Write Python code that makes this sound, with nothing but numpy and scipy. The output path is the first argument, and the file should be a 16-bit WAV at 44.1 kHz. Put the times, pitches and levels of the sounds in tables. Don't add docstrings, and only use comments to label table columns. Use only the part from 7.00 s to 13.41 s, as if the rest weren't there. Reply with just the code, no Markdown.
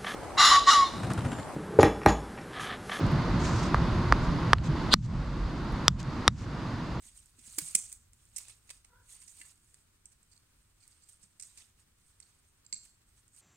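import sys
import numpy as np
from scipy import signal
from scipy.fft import rfft, irfft, next_fast_len
from scipy.io import wavfile
from scipy.ndimage import uniform_filter1d

SR = 44100
rng = np.random.default_rng(int(sys.argv[2]) if len(sys.argv) > 2 else 0)


def wav_out(sig):
    wavfile.write(sys.argv[1], SR, np.round(np.clip(np.atleast_2d(sig).T, -1, 1) * 32767).astype(np.int16))


N = 282681
TAPS = 2048

# start_s, length_s, level_db, body_re_crisp_db
CLOTH_TUGS = [(0.04, 0.034, -55, -9.5), (0.15, 0.034, -57.5, -9), (0.23, .06, -66, -7), (1.2, .12, -68, -9),
              (1.39, .11, -53.5, -6), (2.1, 0.13, -54.5, -10), (2.29, 0.027, -55.5, -11),
              (2.67, 0.14, -67.5, -11.5), (3.33, .04, -71.5, -9.5), (3.83, 0.19, -68.5, -5),
              (4.09, 0.043, -62, -7), (4.22, .03, -68.5, -9), (4.44, 0.06, -60, -9.5),
              (4.66, .02, -71.5, -6), (4.795, .015, -74, -5), (5.23, 0.071, -71, -3),
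              (5.45, 0.035, -75, -12), (5.85, 0.0099, -62.5, -8.5), (6.17, .02, -70.5, -7),
              (6.365, .045, -59.5, -10.5)]
# start_s, length_s, level_db, body_re_crisp_db
FOOT_SCUFFS = [(0.47, 0.15, -52.5, -8.5), (0.6, .12, -44.5, -12), (0.8, .1, -50, -13), (1.7, 0.06, -63, -8),
               (2.39, 0.1, -55.5, -8.5), (4.595, 0.016, -60.5, -4)]
# freq_hz, density_db
CRISP_SPECTRUM = [(2000, -40), (5000, -26), (6700, -3.5), (7400, -6), (8450, 3.5), (9500, -6.5),
                  (11000, -16), (13000, -20.5), (15500, -25)]
# freq_hz, density_db
BODY_SPECTRUM = [(150, -24), (500, -11.5), (1000, -5), (1600, -5.5), (2500, 1), (3300, 0), (4500, 2),
                 (6000, -0.5), (9000, -24.5)]
# start_s, level_db, length_s, body_db, treble_db
CREASE_BUCKLES = [(0.022, -57, 0.006, -8, -3.0), (0.192, -56.5, 0.0037, -9, -7),
                  (0.258, -56, 0.0027, -7, 2), (0.387, -59.5, 0.016, 2, -2), (1.253, -56.5, 0.002, -17, -6),
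                  (1.361, -36.5, 0.014, -5, -6), (1.38, -39.5, 0.0091, 1, 7.5),
                  (2.215, -54.5, 0.013, 0.5, 2), (2.277, -51, 0.0097, 2, -5),
                  (2.291, -55, 0.0083, -9.0, -5), (2.403, -50, 0.003, -6, -2),
                  (3.056, -44, 0.0028, -16, -16), (3.114, -64.5, 0.021, 0.5, -3),
                  (3.229, -61, 0.004, -10.5, -3.5), (3.878, -50.5, 0.0018, -8.5, 3.0),
                  (4.086, -56.5, 0.016, -9, 3), (4.228, -58.5, 0.015, 0, -12),
                  (4.397, -43.5, 0.007, 1, -6.5), (4.408, -50, 0.0068, -4, -8),
                  (4.422, -44.0, 0.0095, -3, -11), (4.432, -50, 0.0054, 3, -7),
                  (5.201, -47, 0.0037, 0, -23), (6.279, -60.5, 0.0033, -8.5, -6),
                  (6.363, -59, 0.0043, -18, -1)]
# freq_hz, density_db
CREASE_SPECTRUM = [(400, -42), (1200, -28.5), (1900, -15.5), (2700, -14.5), (3300, -20), (4400, -13),
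                   (5300, -8), (6700, -5.5), (8200, 1), (9400, -4.5), (10800, -15), (15500, -24)]
# start_s, level_db, length_s, body_db, treble_db
TWIG_SNAPS = [(0.5825, -26.5, 0.0084, 3.5, 9), (0.672, -47, 0.02, -2, -16),
              (0.749, -16.5, 0.0057, -4.5, -4.5), (0.917, -45, 0.0037, -1, -12),
              (0.926, -39.5, 0.0044, -3, 5.5), (1.132, -55.5, 0.0032, -1, -2),
              (1.4825, -44.5, 0.0024, 3, -6), (1.495, -52, 0.0066, 10, -4),
              (1.692, -50.5, 0.0045, 11, -3.5), (1.701, -43.5, 0.0098, 9.5, -2),
              (1.845, -55.5, 0.0056, 6.0, -8), (2.413, -48.5, 0.0053, 8, -6),
              (2.743, -48, 0.0015, 4.5, -0.5), (4.572, -51.5, 0.013, 5, -4)]
# freq_hz, density_db
TWIG_SPECTRUM = [(150, -41.5), (450, -28), (750, -30.5), (1050, -24), (1450, -27), (2300, -15.5),
                 (3200, -21.5), (4500, -17.5), (5600, -15), (6800, -8.5), (8400, -3), (9800, -9),
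                 (11800, -24.5), (15500, -22.5)]
# start_s, level_db, length_s, tight_ring_db
CORD_SLIPS = [(3.315, -63.5, 0.023, -7.5), (3.362, -65, 0.0063, -20), (3.376, -60, 0.0036, -19.5),
              (3.804, -68, 0.013, -18), (3.827, -64, 0.016, -7), (3.92, -64.5, 0.011, -4),
              (4.021, -63, 0.025, 4), (5.225, -57.5, .008, -9), (5.649, -63.5, 0.0059, -7),
              (5.663, -51.5, 0.0038, 7), (5.7264, -30.5, 0.0023, -9.5), (5.728, -34, 0.0036, 1),
              (5.7334, -35.5, 0.01, 15)]
# centre_hz, width_hz, gain_db
CORD_MODES = [(7590, 255, 5), (2240, 370, -16), (4555, 760, -1.5), (6330, 990, -10), (8430, 940, -3.5)]
# start_s, relative_db, pitch_hz, decay_s
DULL_KNOCKS = [(0.055, -63, 222, 0.014), (0.385, -61, 245, 0.017), (0.476, -59.5, 190.4, 0.0091),
               (0.581, -38.5, 297, 0.0073), (0.621, -46, 147.6, 0.016), (0.749, -37.5, 173, 0.0049),
               (2.399, -69, 291, 0.02), (4.234, -62, 195, .012), (5.728, -62.5, 181, 0.022)]
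# freq_hz, gain_db, decay_s
STICK_MODES = [(1770, -7, 0.0059), (2030, 1, 0.0036), (2790, -1, .0035), (4500, -7, .002)]
CAW_PARTIALS_DB = [-7.5, -2.5, 1.5, -17]
# freq_hz, t60_s
FOREST_DECAY = [(150, 0.14), (600, 0.47), (2000, 0.32), (5000, 0.46), (8000, 0.39), (14000, 0.2)]
# freq_hz, density_db
HISS_SPECTRUM = [(100, -99.5), (200, -106), (320, -109), (500, -114), (750, -115), (1300, -112),
                 (2000, -115), (3200, -116), (5500, -117), (7000, -117), (8500, -113), (10000, -120),
                 (12000, -124), (15500, -125)]
# freq_hz, density_db
BREEZE_SPECTRUM = [(10, -20), (22, -7.5), (48, 5), (65, -1), (95, 1.5), (140, -10), (220, -18.5),
                   (400, -34.5)]
# time_s, level_db
BREEZE_LEVELS = [(0, -68), (1.0, -65.5), (3.3, -75), (6.41, -72.5)]
# freq_hz, correlation
DIRECT_CORRELATION = [(150, .9), (500, .4), (1200, 0.39), (3000, .55), (6000, 0.32), (8400, 0.74),
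                      (15000, 0.67)]
# freq_hz, correlation
NEAR_CORRELATION = [(100, 1), (300, .7), (700, 0.27), (1400, 0.65), (3000, 0.0038), (5000, 0), (8000, 1),
                    (15000, 0.93)]
# freq_hz, correlation
AIR_CORRELATION = [(60, 1), (130, .9), (290, .4), (640, -0.31), (1400, 0.39), (3100, -0.16), (6500, -0.34),
                   (9000, 0.24), (15000, 1)]
# freq_hz, shift_rad
LEFT_PHASE_SHIFT = [(150, -1), (1200, 1.5), (2200, 1.04), (4500, 3), (6000, 2.5), (7300, 1.5),
                    (10000, 0.06), (15000, 1.5)]


def rustle(uneven_db=1.3, uneven_hz=35, idle_crisp_db=-80, idle_body_db=-88.5):
    feet = strokes(FOOT_SCUFFS, rise_db_per_s=200, ease_db_per_s=14.5, fall_db_per_s=190)
    cloth = strokes(CLOTH_TUGS, rise_db_per_s=329, ease_db_per_s=28, fall_db_per_s=211.5)
    idle = amp(np.array([[idle_crisp_db], [idle_body_db]]) + 2.5 * wander(N, 10)) ** 2
    crisp_gain, body_gain = np.sqrt(feet + cloth + idle) * amp(uneven_db * wander(N, uneven_hz))
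    crisp = grains(CRISP_SPECTRUM) * crisp_gain * pan(side_db=-4)
    body = grains(BODY_SPECTRUM) * body_gain * pan(side_db=-6)
    return crisp + body


def strokes(rows, rise_db_per_s, ease_db_per_s, fall_db_per_s):
    t, power = np.arange(0, N, 64) / SR, 0
    for start_s, length_s, level_db, body_db in rows:
        age_s = t - start_s
        drop_db = (rise_db_per_s * np.maximum(-age_s, 0)
                   + ease_db_per_s * np.clip(age_s, 0, length_s)
                   + fall_db_per_s * np.maximum(age_s - length_s, 0))
        power = power + amp([level_db - drop_db, level_db + body_db - drop_db]) ** 2
    return np.array([np.interp(np.arange(N) / SR, t, part) for part in power])


def grains(spectrum, spread_db=3.0, clump_db=1.5, clump_hz=170):
    sizes = amp(spread_db * np.minimum(rng.exponential(1, N), 5) + clump_db * wander(N, clump_hz))
    clicks = rng.standard_normal((2, N)) * sizes * (rng.random(N) < .5)
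    return unit(colour(folds(pair(clicks, NEAR_CORRELATION)), spectrum))


def folds(x, depth_db=2.8, patch_frames=6, patch_bins=3):
    bands = signal.stft(x, SR, nperseg=256)[2]
    patches = uniform_filter1d(rng.standard_normal(bands.shape[:0:-1]), patch_frames, axis=0)
    patches = uniform_filter1d(patches, patch_bins, axis=1)
    return signal.istft(bands * amp(depth_db * unit(patches).T), SR, nperseg=256)[1][:, :x.shape[-1]]


def creases():
    buckles = crackles(CREASE_BUCKLES, CREASE_SPECTRUM, rise=.18, fade=.82, spread_db=2.5, settle_db=-11)
    return buckles * pan(side_db=-7.5)


def twigs():
    snaps = crackles(TWIG_SNAPS, TWIG_SPECTRUM, rise=.98, fade=.9, spread_db=4.5, settle_db=-13)
    return snaps * pan(side_db=-4)


def crackles(rows, spectrum, rise, fade, spread_db, settle_db, settle_s=.006):
    out, hz, t = np.zeros((2, N)), np.fft.rfftfreq(TAPS, 1 / SR), np.arange(TAPS) / SR
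    body_shelf = read([(4500, 0.99), (7000, 0.0076)], hz)
    treble_shelf = read([(9000, 0), (12000, 1)], hz)
    for start_s, level_db, length_s, body_db, treble_db in rows:
        swell = (1 - np.exp(-t / (rise * length_s))) * np.exp(-fade * t / length_s)
        settle = amp(settle_db) * np.exp(-fade - abs(t - length_s) / settle_s)
        envelope = np.where(t < length_s, swell, settle)
        sizes = amp(spread_db * np.minimum(rng.exponential(1, TAPS), 4))
        clicks = rng.standard_normal((2, TAPS)) * sizes * envelope * (rng.random(TAPS) < .5)
        ring = causal(read(spectrum, hz) + body_db * body_shelf + treble_db * treble_shelf)
        burst = pair(signal.fftconvolve(clicks, ring[None], axes=1), DIRECT_CORRELATION)
        run_samples = max(round(length_s * SR), 20)
        add(out, start_s, amp(level_db) * burst * np.sqrt(2 * run_samples / np.sum(burst ** 2)))
    return out


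def cord(grip_shift=0.0094):
    out, hz, t = np.zeros((2, N)), np.fft.rfftfreq(TAPS, 1 / SR), np.arange(TAPS) / SR
    tight, *others = [amp(gain_db) / (1 + (2 * (hz - centre_hz) / width_hz) ** 2)
                      for centre_hz, width_hz, gain_db in CORD_MODES]
    for start_s, level_db, length_s, tight_ring_db in CORD_SLIPS:
        scrape = np.interp(hz, hz * (1 + grip_shift * rng.standard_normal()), sum(others))
        ring = causal(20 * np.log10(amp(tight_ring_db) * tight + scrape))
        friction = rng.standard_normal((2, TAPS)) * (t < length_s)
        rub = pair(signal.fftconvolve(friction, ring[None], axes=1)[:, :TAPS], DIRECT_CORRELATION)
        add(out, start_s, amp(level_db) * unit(rub) * np.sqrt(length_s * SR / TAPS))
    return out * pan(side_db=-7)


def thuds(rise_s=0.00064, sag=0.2, sag_s=0.021, scatter_turns=0.18, gain_db=2):
    out, t = np.zeros((2, N)), np.arange(SR // 5) / SR
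    for start_s, relative_db, pitch_hz, decay_s in DULL_KNOCKS:
        turns = np.cumsum(pitch_hz * (1 + sag * (np.exp(-t / sag_s) - .5))) / SR
        tone = np.sin(2 * np.pi * (turns + scatter_turns * wander(len(t), pitch_hz / 2)))
        envelope = (1 - np.exp(-t / rise_s)) * np.exp(-t / decay_s)
        add(out, start_s, amp(relative_db + gain_db) * tone * envelope)
    return out * pan(side_db=-0.5)


def stick(start_s=2.414, gain_db=-42.5, rise_s=0.00057):
    out, t = np.zeros((2, N)), np.arange(TAPS) / SR
    ring = sum(amp(db) * np.sin(2 * np.pi * hz * t) * np.exp(-t / decay_s)
               for hz, db, decay_s in STICK_MODES)
    add(out, start_s, amp(gain_db) * ring * (1 - np.exp(-t / rise_s)))
    return out * pan(side_db=-2)


def crow(start_s=1.87, length_s=0.159, level_db=-72, pitch_hz=497, jitter=0.045, rasp_db=4):
    out, t = np.zeros((2, N)), np.arange(0, length_s, 1 / SR)
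    ends = 1 - np.sin(np.pi * t / length_s)
    arch_hz = pitch_hz * (1 - 0.0597 * ends)
    turns = np.cumsum(arch_hz * (1 + jitter * wander(len(t), 259.6))) / SR
    voice = sum(amp(db) * np.sin(2 * np.pi * k * turns) for k, db in enumerate(CAW_PARTIALS_DB, 1))
    hoarse = unit(voice * amp(rasp_db * wander(len(t), 169.2)))
    add(out, start_s, hoarse * signal.windows.tukey(len(t), .15) * amp(level_db - 8 * ends))
    return out


def forest(x, echoes_per_s=2500, build_s=0.002, lump_db=1.0):
    t = np.arange(SR) / SR
    echoes = rng.standard_normal((2, SR)) * (rng.random((2, SR)) < echoes_per_s / SR)
    echoes *= (1 - np.exp(-t / build_s)) * amp(lump_db * wander(SR, 60))
    hz, age_s, bands = signal.stft(pair(echoes, NEAR_CORRELATION), SR, nperseg=256)
    decay = amp(-60 * age_s / read(FOREST_DECAY, hz)[:, None])
    tail = signal.istft(bands * decay, SR, nperseg=256)[1]
    return signal.fftconvolve(x.mean(0)[None], tail / np.linalg.norm(tail[0]), axes=1)[:, :N]


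def air(hiss_db=-71, flicker_db=1.0, swell_db=1.0):
    hiss = unit(colour(pair(rng.standard_normal((2, N)), AIR_CORRELATION), HISS_SPECTRUM))
    rumble = unit(colour(pair(rng.standard_normal((2, N)), AIR_CORRELATION), BREEZE_SPECTRUM))
    breeze_db = np.interp(np.arange(N) / SR, *np.transpose(BREEZE_LEVELS)) + swell_db * wander(N, 8)
    return hiss * amp(hiss_db + flicker_db * wander(N, 60)) + rumble * amp(breeze_db)


def widen(x):
    size = next_fast_len(N)
    shift_rad = read(LEFT_PHASE_SHIFT, np.fft.rfftfreq(size, 1 / SR))
    left = irfft(rfft(x[0], size) * np.exp(-1j * shift_rad), size)[:N]
    return np.array([left, x[1]])


def amp(db):
    return 10 ** (np.asarray(db) / 20)


def unit(x):
    return x / np.sqrt(np.mean(x ** 2) + 1e-20)


def read(points, hz):
    freq_hz, value = np.transpose(points)
    return np.interp(np.log(hz + 1), np.log(freq_hz + 1), value)


def add(mix, start_s, sound):
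    part = mix[:, max(round(start_s * SR), 0):][:, :sound.shape[-1]]
    part += sound[..., :part.shape[-1]]


def delayed(x, delay_s):
    return np.pad(x, ((0, 0), (round(delay_s * SR), 0)))[:, :N]


def pan(side_db):
    return unit(amp([[side_db / 2], [-side_db / 2]]))


def colour(x, spectrum):
    size = next_fast_len(x.shape[-1])
    gain = amp(read(spectrum, np.fft.rfftfreq(size, 1 / SR)))
    return irfft(rfft(x, size) * gain, size)[..., :x.shape[-1]]


def causal(gain_db):
    log_gain = np.r_[gain_db, gain_db[-2:0:-1]] * np.log(10) / 20
    return np.fft.ifft(np.exp(np.conj(signal.hilbert(log_gain)))).real


def pair(x, correlation):
    size = next_fast_len(x.shape[-1])
    a, b = rfft(x, size)
    same = np.clip(read(correlation, np.fft.rfftfreq(size, 1 / SR)), -1, 1)
    mid, side = a * np.sqrt((1 + same) / 2), b * np.sqrt((1 - same) / 2)
    return irfft([mid + side, mid - side], size)[:, :x.shape[-1]]


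def wander(size, rate_hz):
    knots = rng.standard_normal(2000)
    return unit(np.interp(np.arange(size) * rate_hz / SR, np.arange(len(knots)), knots))


def scene(trunk_s=0.009, trunk_db=-15, crack_wet_db=-12, cord_wet_db=-9, crow_wet_db=2):
    cracks = twigs() + thuds() + stick() + creases()
    slips, caw = cord(), crow()
    direct = widen(cracks + slips) + caw + rustle()
    trunk_echo = amp(trunk_db) * delayed(cracks, trunk_s)
    send = amp(crack_wet_db) * cracks + amp(cord_wet_db) * slips + amp(crow_wet_db) * caw
    return direct + trunk_echo + forest(send) * pan(side_db=-3) + air()


def record(dry):
    lowpass = signal.firwin(511, cutoff=15850, window=("kaiser", 9), fs=SR)
    return signal.oaconvolve(dry, lowpass[None], "same")


dry = scene()
out = record(dry)
wav_out(out)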